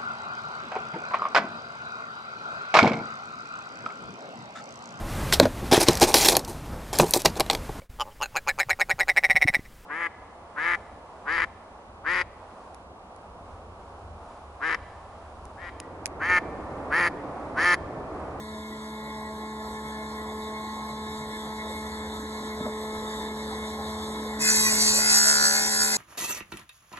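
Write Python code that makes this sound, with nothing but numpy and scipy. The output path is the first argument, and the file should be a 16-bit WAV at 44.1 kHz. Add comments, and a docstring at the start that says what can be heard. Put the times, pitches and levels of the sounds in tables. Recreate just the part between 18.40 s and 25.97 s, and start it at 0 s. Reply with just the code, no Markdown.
"""Wood planer in an open shed

A belt-driven planer idles: its three-knife cutter block hums, throbs and fans the air in shaped noise.
A plank knocks down on the table as short decaying modes; at six seconds it is pushed into the knives.
Chip noise hisses, knife impulses buzz and slap, sines whine at orders of the turning rate, and the
block slows a little. A helper steps in front and screens the rumble, throb and most knife-hum lines.
A microphone with two ports hears much of this out of step between its sides."""
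import sys
import numpy as np
from scipy import signal
from scipy.fft import rfft, irfft, next_fast_len
from scipy.io import wavfile
from scipy.ndimage import uniform_filter1d, map_coordinates

SR = 44100
rng = np.random.default_rng(int(sys.argv[2]) if len(sys.argv) > 2 else 0)


def output_pcm(signal):
    """Save a mono or channel-first signal as 16-bit PCM at the path in sys.argv[1].

    Samples are clipped to [-1, 1] before scaling.
    """
    pcm = np.clip(np.atleast_2d(signal).T, -1, 1) * 32767
    wavfile.write(sys.argv[1], SR, np.round(pcm).astype(np.int16))


N = 333835
SECONDS = np.arange(N) / SR
SIDES = np.array([[1], [-1]])  # the two microphone ports

KNIVES = 3
# how hard each of the three knives strikes: level_db
KNIFE_LEVELS = [-3, -2, 0]
# spectrum of the wood under the knives, before levelling: freq_hz, level_db
CHIP_SPECTRUM = [(250, -36), (600, -11.5), (1050, -8.5), (1230, -18), (1550, -4), (2100, -3), (2320, -16.5),
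                 (2500, -1.5), (2850, -12), (3100, -22), (3600, -20), (4050, -7.5), (4450, 0.5), (5300, 3),
                 (5700, -6), (5950, -1.5), (6400, -3), (7100, 2), (7500, -4.5), (8000, 3.5), (8300, 2),
                 (8550, -11.5), (10000, -1.5), (10700, -14), (11250, 0.5), (11700, -13)]
# the plank meets the knives and is cut to full depth within a moment
ENTRY_S, ENTRY_RISE_S = 5.987, .08


def amp(db):
    """Decibels to gain."""
    return 10 ** (np.asarray(db) / 20)


def unit(x):
    """x at rms 1."""
    return x / np.sqrt(np.mean(x ** 2) + 1e-20)


def along(points, hz):
    """(Hz, value) points read on a log axis."""
    f, v = np.transpose(points)
    return np.interp(np.log(hz + 1), np.log(f + 1), v)


def wobble(rate, step=16):
    """A smooth random curve, rate knots a second, drawn every step samples and joined by lines."""
    at = np.arange(0, N + step, step)
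    knots = rng.standard_normal(int(N * rate / SR) + 4)
    return np.interp(np.arange(N), at, map_coordinates(knots, [at * rate / SR]))


def filtered(x, response):
    """x times a response of frequency."""
    m = next_fast_len(N + SR // 2)
    return irfft(rfft(x, m) * response(np.fft.rfftfreq(m, 1 / SR)), m)[..., :N]


def coloured(x, spectrum):
    """x shaped by (Hz, dB) points, at rms 1."""
    return unit(filtered(x, lambda hz: amp(along(spectrum, hz))))


def patchy(x, depth_db, size):
    """Resonances come and go: random gain in patches of size (bins, frames)."""
    z = signal.stft(x, nperseg=1024)[2]
    field = rng.standard_normal(z.shape[1:])
    for axis in (0, 1):
        field = uniform_filter1d(field, size[axis], axis=axis)
    return signal.istft(z * amp(depth_db * unit(field)), nperseg=1024)[1][:, :N]


def tone(turns, waver_db, drift, rate=6):
    """A sine of rms 1 whose level (dB) and phase (radians) wander, rate times a second."""
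    phase = 2 * np.pi * turns + rng.uniform(-np.pi, np.pi) + drift * wobble(rate)
    return unit(amp(waver_db * wobble(rate)) * np.cos(phase))


def ramp(start_s, length_s):
    """0 before the start, rising evenly to 1."""
    return np.clip((SECONDS - start_s) / length_s, 0, 1)


def swell(s, length_s):
    """A smooth bump of height 1 centred on s."""
    return np.exp(-(2 * (SECONDS - s) / length_s) ** 2)


def idled():
    """Seconds of idling so far; stops counting when the cut begins."""
    return np.minimum(SECONDS, ENTRY_S)


def screened():
    """How far the helper, stepping in front, screens the machine, 0-1."""
    return ramp(6.52, .2)


def speed():
    """Turns per second: the cut slows the block, which then begins to recover."""
    idle_hz, sag_hz, recover_hz_per_s = 72.06, .9, .4
    sag = sag_hz * ramp(6.15, .5)
    return idle_hz - sag + recover_hz_per_s * np.maximum(SECONDS - 7.1, 0)


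def firmness():
    """How firmly the plank lies, 0-1: it settles flat on the tables, then works a little loose."""
    return np.interp(SECONDS, [6.5, 6.74, 7.05, 7.25], [.35, .72, .72, .45])


def catches():
    """The knives meet changing grain: brief level changes (dB) of the cut and of the slapping."""
    # moments of catching: centre_s, length_s, cut_change_db, slap_change_db
    catch_rows = [(6.02, 0.02, 2.5, -14), (6.098, 0.05, 2.3, 7), (6.16, 0.04, 2.5, -4),
                  (6.24, 0.05, 2.5, -14), (6.42, 0.04, 1.5, -6), (6.485, 0.05, 3, -8),
                  (6.565, 0.04, 2.5, -8), (6.715, 0.05, 2.5, 0), (6.775, 0.06, 3.5, 1),
                  (6.895, 0.06, 4.5, 2), (6.97, .04, 1.5, 1), (7.04, 0.08, 3, 1.5), (7.29, .07, -1.5, -3),
                  (7.42, 0.05, 4, 6), (7.56, 0.07, 3.5, -1)]
    return sum(np.outer([cut_db, slap_db], swell(s, length_s)) for s, length_s, cut_db, slap_db in catch_rows)


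def flare(k):
    """Extra level (dB) where the k-th multiple of the turning rate flares or fades briefly."""
    # flaring lines: centre_s, length_s, multiple_of_turning_rate, change_db
    flare_rows = [(0.095, 0.82, 12, -14), (.1, 0.8, 15, -11), (2.4, 1.2, 15, 3.5), (.5, 0.84, 24, -15),
                  (.6, 1.8, 18, -5.5), (1.7, 0.82, 1, 3), (2.007, 0.36, 6, 3), (2.368, 0.4, 6, -6),
                  (2.65, 1, 1, -1.5), (3.6, 0.75, 1, 4), (4.498, 0.51, 18, 5), (4.45, 1.4, 6, 1.5),
                  (5.303, 0.68, 1, 4.5), (6.42, 0.8, 3, 3), (7.55, 0.54, 12, -19)]
    return sum(db * swell(s, length_s) for s, length_s, multiple, db in flare_rows if multiple == k)


def blows(turns, knife):
    """One band-limited impulse a turn, when the given knife meets the wood."""
    turn_ends = np.arange(1, int(turns[-1]) - 1)
    at = np.interp(turn_ends + knife / KNIVES, turns, np.arange(N))
    # a short sinc places each impulse between samples
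    taps = at.astype(int)[:, None] + np.arange(-8, 9)
    return np.bincount(taps.ravel(), np.sinc(taps - at[:, None]).ravel(), N)[:N]


def draught(turns, split_hz=2200, pulsing=.35, flutter_db=.98):
    """Air rushes round the block: the rumble puffs as each knife passes, the hiss flutters."""
    # spectrum of the thrown air, before levelling: freq_hz, level_db
    air_spectrum = [(25, -21), (55, 1), (150, -2.5), (300, 1), (450, 0.5), (1000, 2), (1250, -7),
                    (1500, -5), (2000, -3.5), (2600, -29.5), (3600, -1), (4800, -13), (6000, -15.5),
                    (8000, -13), (11500, -16)]
    # both grow slowly louder until the cut; the helper screens the rumble by 4 dB
    rumble_db = -44.5 + 1.0 * idled() - 4 * screened()
    hiss_db = -45 + 1.2955 * idled() + flutter_db * wobble(14)
    puffs = 1 + pulsing * np.cos(2 * np.pi * KNIVES * turns)
    air = coloured(patchy(rng.standard_normal((2, N)), depth_db=2.5, size=(6, 6)), air_spectrum)
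    low = filtered(air, lambda hz: 1 / (1 + (hz / split_hz) ** 4))
    return amp(rumble_db) * low * puffs + amp(hiss_db) * (air - low)


def shake(turns, belt_hz=84.4, belt_db=-5.0):
    """Block unbalance and belt flapping shake the frame and beat together in a low throb."""
    unbalance = tone(turns, waver_db=-.5, drift=.1)
    belt = tone(belt_hz * SECONDS, waver_db=4.0, drift=.72)
    level_db = -53.5 + .39 * idled() - 5 * screened() + flare(1)
    return amp(level_db) * (unbalance + amp(belt_db) * belt)


def hum(turns, drift_per_order=.012, jitter_turns=.004):
    """Knives chop the air at the table lips; higher block lines waver; motor and bearings add lines."""
    # knives passing the lips: multiple_of_turning_rate, level_db, swell_db_per_s, screen_loss_db, waver_db
    lip_lines = [(3, -42, 0.57, 2, 0.55), (6, -47, 1.22, 5, 1), (12, -45, -0.06, -1.5, 2),
                 (15, -46, -.4, 10, 2)]
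    # weaker lines of the block: multiple_of_turning_rate, level_db
    block_lines = [(2, -57), (4, -59), (9, -52.5), (18, -52), (24, -51.5), (27, -52), (30, -49)]
    # motor, belt and bearings: freq_hz, level_db
    motor_lines = [(258, -66.5), (305.5, -57), (334.4, -58.5), (918, -58.5), (974.4, -52.5),
                   (1030.9, -51.5), (1060.5, -57), (1392, -57), (1698, -57)]
    out = np.zeros(N)
    for k, db, swell_db, loss_db, waver_db in lip_lines:
        level_db = db + swell_db * idled() - loss_db * screened() + flare(k)
        out += amp(level_db) * tone(k * turns, waver_db, drift=.04, rate=2.99)
    shaken = turns + jitter_turns * wobble(30)
    for k, db in block_lines:
        out += amp(db + flare(k)) * tone(k * shaken, waver_db=4.5, drift=drift_per_order * k, rate=24)
    for hz, db in motor_lines:
        out += amp(db) * tone(hz * SECONDS, waver_db=1.5, drift=1.0)
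    return out


def knocks(soft_s=.002, thud_db=-6, thud_s=.09, scatter_db=1.3):
    """The plank lands on the iron table: a thud and a short ring, duller at a low contact brightness."""
    # the plank set down: start_s, level_db (before the low-pass), brightness_hz (low-pass corner)
    landings = [(4.005, -28, 500), (4.029, -27, 450), (4.196, -31, 1400), (4.207, -22, 320),
                (4.251, -27, 1500), (4.259, -23, 1200), (4.277, -28, 1200)]
    # modes of the plank: freq_hz, level_db (before scatter), t60_s
    plank_modes = [(139, -12, 0.05), (250, -5, 0.08), (298, -10, 0.06), (436, -9, .06), (610, -4.5, 0.07),
                   (700, -8, .06), (1044, -14, 0.04)]
    out, t = np.zeros(N + SR), np.arange(SR // 4) / SR
    thud_band = signal.butter(2, [150, 1100], "band", fs=SR, output="sos")
    for s, db, bright_hz in landings:
        ring = sum(amp(level_db + rng.normal(0, scatter_db) - 60 * t / t60_s) * np.sin(2 * np.pi * hz * t)
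                   for hz, level_db, t60_s in plank_modes)
        thud = unit(signal.sosfilt(thud_band, rng.standard_normal(len(t))))
        blow = (ring + thud * amp(thud_db - 60 * t / thud_s)) * (1 - np.exp(-t / soft_s))
        dulling = signal.butter(2, bright_hz, fs=SR, output="sos")
        out[round(s * SR):][:len(t)] += amp(db) * signal.sosfilt(dulling, blow)
    return out[:N]


def drone(turns):
    """Coming to lie on both tables, the plank hums at low orders that enter at staggered times."""
    # the bending drone: multiple_of_turning_rate, level_db, start_s, rise_s
    drone_lines = [(8, -49, 6.1, .7), (9, -53, 6.6, .6), (11, -43, 6.6, .4), (12, -53, 6.5, .4),
                   (14, -46.5, 6.65, .3), (15, -53, 6.5, .5)]
    return sum(ramp(start_s, rise_s) * amp(db) * tone(k * turns, waver_db=1.5, drift=.15)
               for k, db, start_s, rise_s in drone_lines)


def squeals(turns, pulsing=.7, rasp_per_order=.009, rasp_per_s=90):
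    """The sliding plank falls in step with the knives: a rasping squeal that pulses once a turn."""
    # brief squeals: centre_s, length_s, multiple_of_turning_rate, level_db
    squeal_rows = [(6.12, .08, 83, -30), (6.27, .07, 83, -28), (6.41, .07, 83, -27), (6.58, .1, 83, -29),
                   (6.73, .11, 83, -29), (6.87, .07, 83, -32), (7.04, .17, 83, -28), (6.17, .06, 57, -33),
                   (6.5, .05, 63, -29), (6.18, .08, 29, -35), (6.265, .08, 27, -27.5), (6.27, .08, 34, -31),
                   (6.28, .17, 15, -38.5), (7.22, .16, 30, -37), (7.54, .09, 29, -34)]
    strokes = 5 + pulsing * np.cos(2 * np.pi * (turns - np.argmax(KNIFE_LEVELS) / KNIVES))
    out = np.zeros(N)
    for s, length_s, k, db in squeal_rows:
        rasp = tone(k * turns, waver_db=3, drift=rasp_per_order * k, rate=rasp_per_s)
        out += amp(db) * swell(s, length_s) * unit(strokes * rasp)
    return out


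def chatter(turns, uneven_db=.8, contact_s=.0007):
    """The proudest knife slaps the plank on the table once a turn; its modes reach the ports out of step."""
    # modes of the slap, before levelling: freq_hz, level_db, t60_s, port_phase_rad
    slap_modes = [(1425, 9, 0.04, 2.2), (1505, 12, .025, 1.3), (1705, 8, 0.04, 1.8), (3220, 2, .022, 2.3),
                  (4050, 4, .012, 1.6), (4560, 14, .018, 2.0), (5920, 7, 0.018, -1), (7120, 3, .008, 0),
                  (8200, 6, .006, 1.2)]
    t = np.arange(SR // 8) / SR
    contact = (1 - np.exp(-t / contact_s)) ** 2
    strikes = blows(turns, np.argmax(KNIFE_LEVELS))
    slaps = np.zeros((2, N))
    for hz, db, t60_s, lead in slap_modes:
        ring = contact * amp(db - 60 * t / t60_s) * np.sin(2 * np.pi * hz * t + SIDES * lead / 2)
        uneven = strikes * amp(uneven_db * wobble(7.3))  # each mode swells on its own
        slaps += signal.oaconvolve(uneven[None], ring, axes=1)[:, :N]
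    level_db = -43 + 21.5 * firmness() + catches()[1]
    return ramp(ENTRY_S, ENTRY_RISE_S) * amp(level_db) * unit(slaps)


def tearing(turns, strike_turns=.93, sustain=1.0, bright_hz=4500):
    """Each knife tears off a chip: bright noise jumps up at the strike and eases off until the next."""
    knife, since = np.divmod(turns * KNIVES, 1)
    force = amp(KNIFE_LEVELS)[knife.astype(int) % KNIVES]
    burst = sustain + force * np.exp(-since / KNIVES / strike_turns)
    # the plank's narrow resonances shift as it slides, and its grain varies the effort
    fibres = patchy(rng.standard_normal((2, N)), depth_db=5, size=(2, 9)) * amp(.8 * wobble(30))
    bright = filtered(fibres * burst, lambda hz: hz / np.hypot(hz, bright_hz))
    return coloured(bright, CHIP_SPECTRUM)


def buzzing(turns, ring_s=.016, shed_s=.2, shed_db=-15, shift_rate=9, count=6):
    """Every knife cracks the plank and the shed answers; each knife's ring changes as the cut moves."""
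    out, t = np.zeros((2, N)), np.arange(SR // 8) / SR
    decay = amp(-60 * t / ring_s) + amp(shed_db - 60 * t / shed_s)
    for knife, db in enumerate(KNIFE_LEVELS):
        # a shifting blend of several noise rings, at constant power
        blend = np.array([wobble(shift_rate) for _ in range(count)])
        blend /= np.linalg.norm(blend, axis=0)
        for strikes in amp(db) * blows(turns, knife) * blend:
            ring = decay * rng.standard_normal((2, len(t)))
            out += signal.oaconvolve(strikes[None], ring, axes=1)[:, :N]
    return coloured(patchy(out, depth_db=5, size=(2, 8)), CHIP_SPECTRUM)


def cut(turns, tearing_db=.5, buzz_db=4.2, fade_db_per_s=2.5, grain_db=.8):
    """Knives ring the plank in a buzz under a hiss of torn chips; the firmer it lies, the purer the buzz."""
    # higher orders that sing out: multiple_of_turning_rate, level_db (re the cut, before firmness)
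    whine_lines = [(29, -17), (30, -19), (35, -16), (39, -21), (45, -18), (54, -17), (57, -14), (63, -12),
                   (83, -14), (86, -15), (100, -13), (113, -13), (116, -12)]
    even = firmness()
    # the wood's grain makes the whole cut waver
    level_db = -23.5 - fade_db_per_s * (SECONDS - ENTRY_S) + catches()[0] + grain_db * wobble(20)
    whine = sum(amp(db) * tone(k * turns, waver_db=6.0, drift=1.0, rate=12) for k, db in whine_lines)
    ringing = amp(buzz_db) * buzzing(turns) + whine * [[1], [0]]  # the whine arrives directly
    chips = amp(tearing_db) * tearing(turns)
    mix = np.sqrt(1 - even) * chips + np.sqrt(even) * ringing
    return ramp(ENTRY_S, ENTRY_RISE_S) * amp(level_db) * mix


def ports(direct, scattered):
    """Two ports hear the sound out of step; they are least alike a quarter cycle apart."""
    # phase between the microphone ports: freq_hz, phase_rad
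    port_phases = [(850, 0), (1080, -.4), (1300, 2), (1520, 2.5), (1750, 2), (2150, 2.1), (2480, 2.65),
                   (2750, 3.1), (3000, 3.12), (3250, 2.4), (3850, 1.4), (4900, 2.95), (5450, 2.85),
                   (6400, 0), (7600, 0), (8300, 1.5), (9050, 3.14), (10400, 3.14), (11300, .5), (11600, .3)]

    def share(hz):
        """Power share of the scattered sound."""
        return .25 * np.sin(along(port_phases, hz)) ** 2

    common = filtered(direct, lambda hz: np.sqrt(1 - share(hz)))
    opposed = filtered(scattered, lambda hz: np.sqrt(share(hz)))
    return filtered(common + SIDES * opposed, lambda hz: np.exp(.5j * SIDES * along(port_phases, hz)))


def scene():
    """One turning block drives draught, hum and cut."""
    turns = np.cumsum(speed()) / SR
    direct, scattered = draught(turns) + cut(turns)
    machine = shake(turns) + hum(turns)
    plank = knocks() + drone(turns) + squeals(turns)
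    return ports(direct + machine + plank, scattered) + chatter(turns)


def record(dry, top_hz=11750):
    """The recorder keeps nothing above its band limit."""
    return filtered(dry, lambda hz: hz < top_hz)


dry = scene()
out = record(dry)
output_pcm(out)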